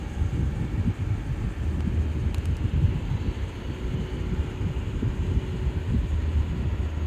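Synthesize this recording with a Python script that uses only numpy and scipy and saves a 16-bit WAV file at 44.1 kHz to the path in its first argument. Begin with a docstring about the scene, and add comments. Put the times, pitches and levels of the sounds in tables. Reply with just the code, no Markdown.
"""A low, fluttering buffet of air: a cordless floor fan blows straight at a hand-held microphone indoors.
Large eddies in the draught rumble, small ones flutter, and hard ones thump the microphone.
Underneath, blades and motor hum at multiples of the shaft speed, and air rushes through the grille,
coloured by the housing. A few small, dry handling ticks sound close by."""
import sys
import numpy as np
from scipy import signal
from scipy.fft import rfft, irfft
from scipy.io import wavfile
from scipy.ndimage import uniform_filter1d

SR = 44100
rng = np.random.default_rng(int(sys.argv[2]) if len(sys.argv) > 2 else 0)


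def output_pcm(signal):
    """Save a mono or channel-first signal as 16-bit PCM at the path in sys.argv[1].

    Samples are clipped to [-1, 1] before scaling.
    """
    pcm = np.clip(np.atleast_2d(signal).T, -1, 1) * 32767
    wavfile.write(sys.argv[1], SR, np.round(pcm).astype(np.int16))


N = 311742
TIME = np.arange(N) / SR
SHAFT_HZ = 15.48

# hard eddies that thump the microphone: centre_s, relative_db, pitch_hz, length_s
HARD_EDDIES = [(0.218, -12, 67.5, 0.029), (0.257, -16.5, 99.4, 0.019), (0.345, -18.5, 105, 0.027),
               (0.473, -17.5, 77.2, .032), (0.622, -21.5, 149.5, 0.029), (0.8, -15.5, 83.5, .032),
               (0.881, -11.5, 225, 0.0091), (0.902, -14.5, 91.4, 0.034), (1.03, -20.5, 92.1, 0.053),
               (1.126, -18, 97, .032), (1.315, -18.5, 115.9, 0.024), (1.63, -30, 96.4, .04),
               (1.71, -37, 80.4, 0.031), (1.877, -13.5, 166.3, 0.01), (1.985, -21.5, 89, 0.062),
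               (2.209, -31, 98, 0.045), (2.272, -24, 82, .03), (2.391, -14.5, 74.2, 0.033),
               (2.491, -18.5, 75.6, .028), (2.533, -17.5, 72, .024), (2.649, -14.5, 102, 0.026),
               (2.659, -25.5, 185, 0.018), (2.772, -17.5, 84, 0.044), (2.831, -17, 150.5, 0.025),
               (2.847, -10, 71.1, .028), (2.925, -19, 90, 0.035), (2.957, -19.5, 158.4, .026),
               (3.122, -19.5, 116, 0.062), (3.217, -20, 81.6, .024), (3.292, -18, 85.5, 0.029),
               (3.693, -22, 81.8, .03), (3.705, -28, 330, .012), (3.861, -19, 70.4, 0.031),
               (3.948, -25.5, 150.5, 0.023), (3.998, -26, 198.3, 0.019), (4.326, -22, 179.2, 0.021),
               (4.348, -25, 109.4, 0.019), (4.396, -17, 82.7, .03), (4.638, -23, 95.3, 0.021),
               (4.668, -21, 174.7, 0.019), (4.674, -21.5, 94, 0.031), (4.704, -21, 150.3, .022),
               (4.77, -19.5, 68.4, 0.039), (4.885, -18.5, 86, .026), (5.028, -22, 340, .008),
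               (5.032, -15.5, 205, 0.013), (5.068, -16, 100.5, .032), (5.303, -15.5, 79.1, 0.04),
               (5.376, -11.5, 80.5, 0.014), (5.53, -21, 97.4, 0.018), (5.561, -23.5, 163, 0.032),
               (5.644, -21.5, 129.3, 0.022), (5.674, -17.5, 72.5, 0.041), (5.775, -14.5, 82, 0.034),
               (5.885, -15.5, 98.1, 0.027), (5.95, -15.5, 175.9, .016), (5.997, -13.5, 73, 0.029),
               (6.04, -13.5, 71.4, 0.027), (6.365, -14.5, 81.3, 0.084), (6.532, -24, 170.2, .02),
               (6.559, -24.5, 72.9, 0.073), (6.67, -22, 90.5, 0.036), (6.731, -14, 72.4, 0.024),
               (6.802, -14.5, 66.8, 0.044)]


def gain_of(db):
    """Decibels to amplitude."""
    return 10 ** (np.asarray(db) / 20)


def unit_rms(x):
    """Scales to rms 1."""
    return x / np.sqrt(np.mean(x ** 2) + 1e-20)


def eq_curve(points, hz):
    """A spectrum in dB, its points joined on a log-frequency axis."""
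    point_hz, db = np.transpose(points)
    return np.interp(np.log(hz + 1), np.log(point_hz + 1), db)


def automation(rows, t=TIME):
    """The columns of a timed table as curves over the times t."""
    times, *columns = np.transpose(rows)
    return [np.interp(t, times, column) for column in columns]


def bell(x, centre, width):
    """A bump of height 1."""
    return np.exp(-(2 * (x - centre) / width) ** 2)


def place(mix, centre_s, sound):
    """Mixes a short sound in around centre_s."""
    part = mix[max(round(centre_s * SR) - len(sound) // 2, 0):][:len(sound)]
    part += sound[:len(part)]


def noise(spectrum):
    """Noise of rms 1 with the given spectral shape."""
    shape = gain_of(eq_curve(spectrum, np.fft.rfftfreq(N, 1 / SR)))
    return unit_rms(irfft(rfft(rng.standard_normal(N)) * shape, N))


def wander(rate_hz):
    """Smooth random modulation of rms 1, up to about rate_hz."""
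    lowpass = bell(np.fft.rfftfreq(N, 1 / SR), 0, 2 * rate_hz)
    return unit_rms(irfft(rfft(rng.standard_normal(N)) * lowpass, N))


def mottle(shape, bins, frames):
    """A random pattern of rms 1, smoothed over frequency and time."""
    bands = uniform_filter1d(rng.standard_normal(shape), size=bins, axis=0)
    return unit_rms(uniform_filter1d(bands, size=frames, axis=1))


def steadied(x, span_s=0.094):
    """Keeps the fast lumps of a noise and rides out its slow swells."""
    window = bell(np.linspace(-1, 1, SR // 4), 0, 8 * span_s)
    power = signal.fftconvolve(x ** 2, window, "same")
    return unit_rms(x / np.sqrt(abs(power) + 1e-9))


def buffeting(surge_db=1.5, stir_db=2, stir_s=0.078, burst_db=2, displaced_share=0.37):
    """Turbulence on the microphone: large eddies roll and rumble, small ones flutter in short bursts."""
    # strength of the draught at the drifting microphone: time_s, relative_db
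    draught = [(0, -38), (0.35, -31), (0.7, -29.5), (1.5, -33.5), (1.9, -33), (2.5, -31.5), (2.95, -31),
               (3.3, -33), (3.52, -38.5), (3.9, -34.5), (4.5, -34), (5.35, -33), (6.2, -36), (6.65, -32.5),
               (7.07, -40)]
    # brief lulls in the draught: centre_s, depth_db, length_s
    lulls = [(0.14, -7, 0.04), (0.3, -8, 0.05), (0.55, -4, 0.069), (0.694, -4.5, 0.17), (0.964, -14, 0.075),
             (1.24, -5, 0.088), (2.59, -8, .07), (2.71, -7, 0.04), (3.19, -6, 0.047), (3.35, -7, .04),
             (3.51, -4, .08), (3.76, -4, .05), (4.07, -4, .06), (4.567, -7, 0.06), (4.93, -5, 0.07),
             (5.12, -7, 0.037), (5.405, -7, .035), (5.49, -5, 0.04), (5.84, -11, 0.06), (6.08, -5, .06),
             (6.92, -6, 0.078)]
    # spectra of the large and the small eddies: frequency_hz, relative_db
    rumble_spectrum = [(8, -61), (18, -37), (26, -11), (35, -5), (46, 5.5), (60, 7.5), (80, 2), (105, 2.5),
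                       (140, -21), (250, -55), (900, -100)]
    flutter_spectrum = [(15, -75), (60, -30), (95, -7), (120, 0.5), (160, -3), (210, -7), (300, -13),
                        (400, -21.5), (520, -29.5), (750, -53), (2500, -100)]
    lull_db = sum(db * bell(TIME, s, length) for s, db, length in lulls)
    draught_db = automation(draught)[0] + surge_db * wander(9.2) + lull_db
    # each hard eddy stirs up the flutter and displaces part of the rumble
    stir = np.max([bell(TIME, s, stir_s) for s, *_ in HARD_EDDIES], axis=0)
    duck = np.max([bell(TIME, s, length) for s, _, _, length in HARD_EDDIES], axis=0)
    rumble = steadied(noise(rumble_spectrum)) * (1 - displaced_share * duck)
    flutter = steadied(noise(flutter_spectrum) * gain_of(wander(45)))
    rumble_db = 3 + wander(8)
    flutter_db = -2.5 + stir_db * stir + burst_db * wander(12)
    return gain_of(draught_db + rumble_db) * rumble + gain_of(draught_db + flutter_db) * flutter


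def eddy_thumps(trim_db=-2.3, sag=0.1):
    """A hard eddy is a pressure swing of a few uneven cycles that slows; smaller whirls fray it."""
    out, t = np.zeros(N), np.arange(-4000, 4000) / SR
    jitter = 0.131 * wander(45)
    fray = 1 + 0.14 * wander(170)
    for (s, db, hz, length), phase in zip(HARD_EDDIES, rng.random(len(HARD_EDDIES))):
        pitch_hz = hz * np.exp(np.interp(s + t, TIME, jitter) - 2 * sag * t / length)
        swing = np.sin(2 * np.pi * (np.cumsum(pitch_hz) / SR + phase))
        place(out, s, gain_of(db + trim_db) * bell(t, 0, length) * swing)
    return out * fray


def fan_hum(blades=5, motor_order=24, speed_drift=0.001163):
    """Blade-passing and motor tones, all locked to the shaft, wavering in the moving air."""
    # blade hum, loud where the microphone is in the blades' near field: time_s, level_db
    blade_levels = [(0, -32), (0.4, -46), (1.4, -53), (1.7, -27.5), (2.05, -29), (2.6, -40.5), (3.5, -53),
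                    (4.25, -42), (5.1, -41.5), (5.9, -33), (6.2, -28.5), (7.07, -31)]
    # motor hum: time_s, level_db
    motor_levels = [(0, -52.5), (0.4, -50), (1.3, -59.5), (1.9, -50), (2.5, -51), (3.3, -48.5),
                    (3.85, -44.5), (4.5, -46.5), (5.1, -49), (5.55, -44), (6.1, -51.5), (7.07, -54)]
    # weaker rotor tones: shaft_multiple, level_db
    overtones = [(16, -51), (20, -51.5), (28, -60.5), (36, -67), (37.52, -62), (71.7, -67)]
    shaft_angle = 2 * np.pi * np.cumsum(SHAFT_HZ * (1 + speed_drift * wander(1.22))) / SR
    blade_db = automation(blade_levels)[0] - 2 * wander(20)
    motor_db = automation(motor_levels)[0] + 1.8 * wander(4.5)
    out = gain_of(blade_db) * np.sin(blades * shaft_angle)
    out += gain_of(motor_db) * np.sin(motor_order * shaft_angle)
    for order, db in overtones:
        out += gain_of(db) * np.sin(order * shaft_angle + 2 * np.pi * rng.random())
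    return np.sqrt(2) * out  # the levels are rms


def grille_rush(level_db=-43, sway_db=1.1, sway_shift=0.004, draw_back_s=2.9, draw_back_ease_s=0.99):
    """Air hisses through the grille, coloured by the housing and by where the microphone points."""
    # air rushing through blades and grille: frequency_hz, relative_db
    air_spectrum = [(100, 1), (260, 8.5), (420, 11), (640, 0), (1150, -2), (2000, -2.5), (2900, -5.5),
                    (3700, -13.5), (4500, -16), (5500, -24), (7300, -17.5), (9800, -26), (10900, -33),
                    (14200, -28.5)]
    # resonances of housing and grille: centre_hz, width_hz, lift_db
    resonances = [(854, 122, 5.5), (997, 150, 4), (1372, 41, 6), (1560, 120, 1), (4190, 360, 0.5),
                  (6440, 850, 5), (6520, 84, 7), (6830, 120, 9), (7270, 220, 3), (9870, 600, 1.5)]
    # tone of the rush as the microphone drifts: time_s, relative_db, presence_db, top_db
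    aim = [(0, -2.5, 0.5, 0.5), (1.5, -2.5, -1, -1.5), (2.4, -3, 1.5, -1.5), (3.2, -2.5, 3.5, -2.5),
           (4.1, -2, 2, -4), (5, -3, 3, -2.5), (6, -3, 3.5, -1), (7.07, -3.5, 3, -3.5)]
    # extra colour until the hand draws back from the grille: centre_hz, width_hz, lift_db
    close_colour = [(474, 260, -3.5), (1050, 160, -6), (1480, 130, -1.5), (1727, 170, 3), (2070, 180, -5),
                    (2250, 190, 2.5), (6750, 200, -11)]
    # faint whistles that swell in the rush: centre_s, length_s, pitch_hz, width_hz, lift_db
    whistles = [(2.75, .9, 2810, 230, 4.5), (3.33, .3, 2810, 140, 4.5), (3.8, 2.2, 2900, 280, 2),
                (3.22, .3, 3950, 200, 7.5), (3.28, .26, 4460, 150, 11), (3.27, .35, 5880, 330, 4.5),
                (3.4, .5, 6350, 130, 3.5), (3.72, .35, 2870, 180, 3.5), (3.7, .2, 4500, 150, 12.5),
                (4.1, .3, 3015, 115, 11), (4.16, .26, 4500, 170, 9), (4.25, .8, 1380, 50, 3.5),
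                (4.5, 1.6, 6530, 160, 3), (4.8, 1.2, 6820, 110, 5.5), (5.05, .5, 7290, 170, 3.5),
                (5.4, 2.0, 2880, 260, 1.8), (5.4, .3, 2950, 130, 4), (5.87, .35, 1525, 80, 6.5),
                (6.4, .4, 2830, 200, 3)]
    hz, t, hiss = signal.stft(rng.standard_normal(N), SR, nperseg=1024, noverlap=768)
    aim_db, presence_db, top_db = automation(aim, t)
    top_db += 1.7 * np.interp(t, TIME, wander(25))  # the treble flickers
    eq_db = eq_curve(air_spectrum, hz)[:, None] + aim_db
    eq_db += np.outer(bell(hz, 3350, 1800), presence_db) + np.outer(bell(hz, 8700, 5500), top_db)
    for centre, width, db in resonances:  # each swells and shifts a little as the hand sways
        swell, shift = (np.interp(t, TIME, wander(1.5)) for _ in range(2))
        eq_db += (db + sway_db * swell) * bell(hz[:, None], centre * (1 + sway_shift * shift), width)
    closeness = (1 - np.tanh((t - draw_back_s) / draw_back_ease_s)) / 2
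    for centre, width, db in close_colour:
        eq_db += db * np.outer(bell(hz, centre, width), closeness)
    for s, length, pitch, width, db in whistles:
        eq_db += db * np.outer(bell(hz, pitch, width), bell(t, s, length))
    # reflections off floor and wall comb the hiss; the comb shifts slowly with the hand
    eq_db += 1.33 * mottle(hiss.shape, bins=2, frames=240)
    eq_db += 0.5 * mottle(hiss.shape, bins=24, frames=9)  # broad, quick patches of colour
    _, air = signal.istft(hiss * gain_of(eq_db), SR, nperseg=1024, noverlap=768)
    motor_throb = 1 + 0.034 * np.sin(2 * np.pi * 4 * SHAFT_HZ * TIME)  # four pulses a turn
    return gain_of(level_db + 0.13 * wander(30)) * motor_throb * unit_rms(air[:N])


def handling_ticks(scrape_s=0.001, rattle_s=0.01, rattle_db=-18, grit_hz=4500, knock_hz=950):
    """Handled plastic snaps with a hollow knock, a short ring, a gritty scrape and a tiny rattle."""
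    # the ticks: time_s, level_db, tilt_db_per_octave, knock_db, ring_hz, ring_db, grit_gain
    ticks = [(1.8066, -46.5, -5.6, -2, 4900, 13, 0.12), (2.3458, -41.2, -2.3, 3.5, 4050, 3, 0.42),
             (2.383, -53, -1.5, 4, 6400, 3, 0.55), (2.4565, -47.2, -.6, 7, 5200, 5, 0.32),
             (2.569, -55, .6, 0, 4800, 9, 0.55)]
    # colour common to all ticks: frequency_hz, relative_db
    tick_spectrum = [(100, -5), (600, 2), (1300, 4.5), (1900, 3), (2650, 5.5), (3400, 0), (4900, -5),
                     (6000, -5), (8000, -4), (10000, -5.5), (11300, -14), (13500, -11)]
    out, t = np.zeros(N), np.arange(-512, 512) / SR
    hz = np.fft.rfftfreq(len(t), 1 / SR)
    snap = rfft(t == 0)
    scrape = np.exp(-abs(t) / scrape_s)
    rattle = gain_of(rattle_db) * (t > 0) * np.exp(-abs(t) / rattle_s)
    for s, db, tilt_db, knock_db, ring_hz, ring_db, grit_gain in ticks:
        grit = rfft((scrape + rattle) * rng.standard_normal(len(t))) * hz / np.hypot(hz, grit_hz)
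        eq_db = eq_curve(tick_spectrum, hz) + tilt_db * np.log2(np.maximum(hz, 500))
        eq_db += knock_db * bell(hz, knock_hz, width=1300) + ring_db * bell(hz, ring_hz, width=1500)
        tick = irfft((snap + grit_gain * grit) * gain_of(eq_db))
        place(out, s, gain_of(db) * unit_rms(tick))
    return out


def scene():
    """Draught, fan and handling at one microphone."""
    return (buffeting() + eddy_thumps() + fan_hum() + grille_rush() + handling_ticks())[None]


def record(dry):
    """The microphone's low cut, then a steep roll-off of the highest treble."""
    low_cut_hz, high_cut_hz = 30, 14350
    hz = np.fft.rfftfreq(2 * N, 1 / SR)
    highpassed = irfft(rfft(dry, 2 * N) / np.sqrt(1 + (low_cut_hz / (hz + 1)) ** 10))[:, :N]
    lowpass = signal.firwin(511, high_cut_hz, window=("kaiser", 9), fs=SR)
    return signal.oaconvolve(highpassed, lowpass[None], "same")


dry = scene()
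out = record(dry)
output_pcm(out)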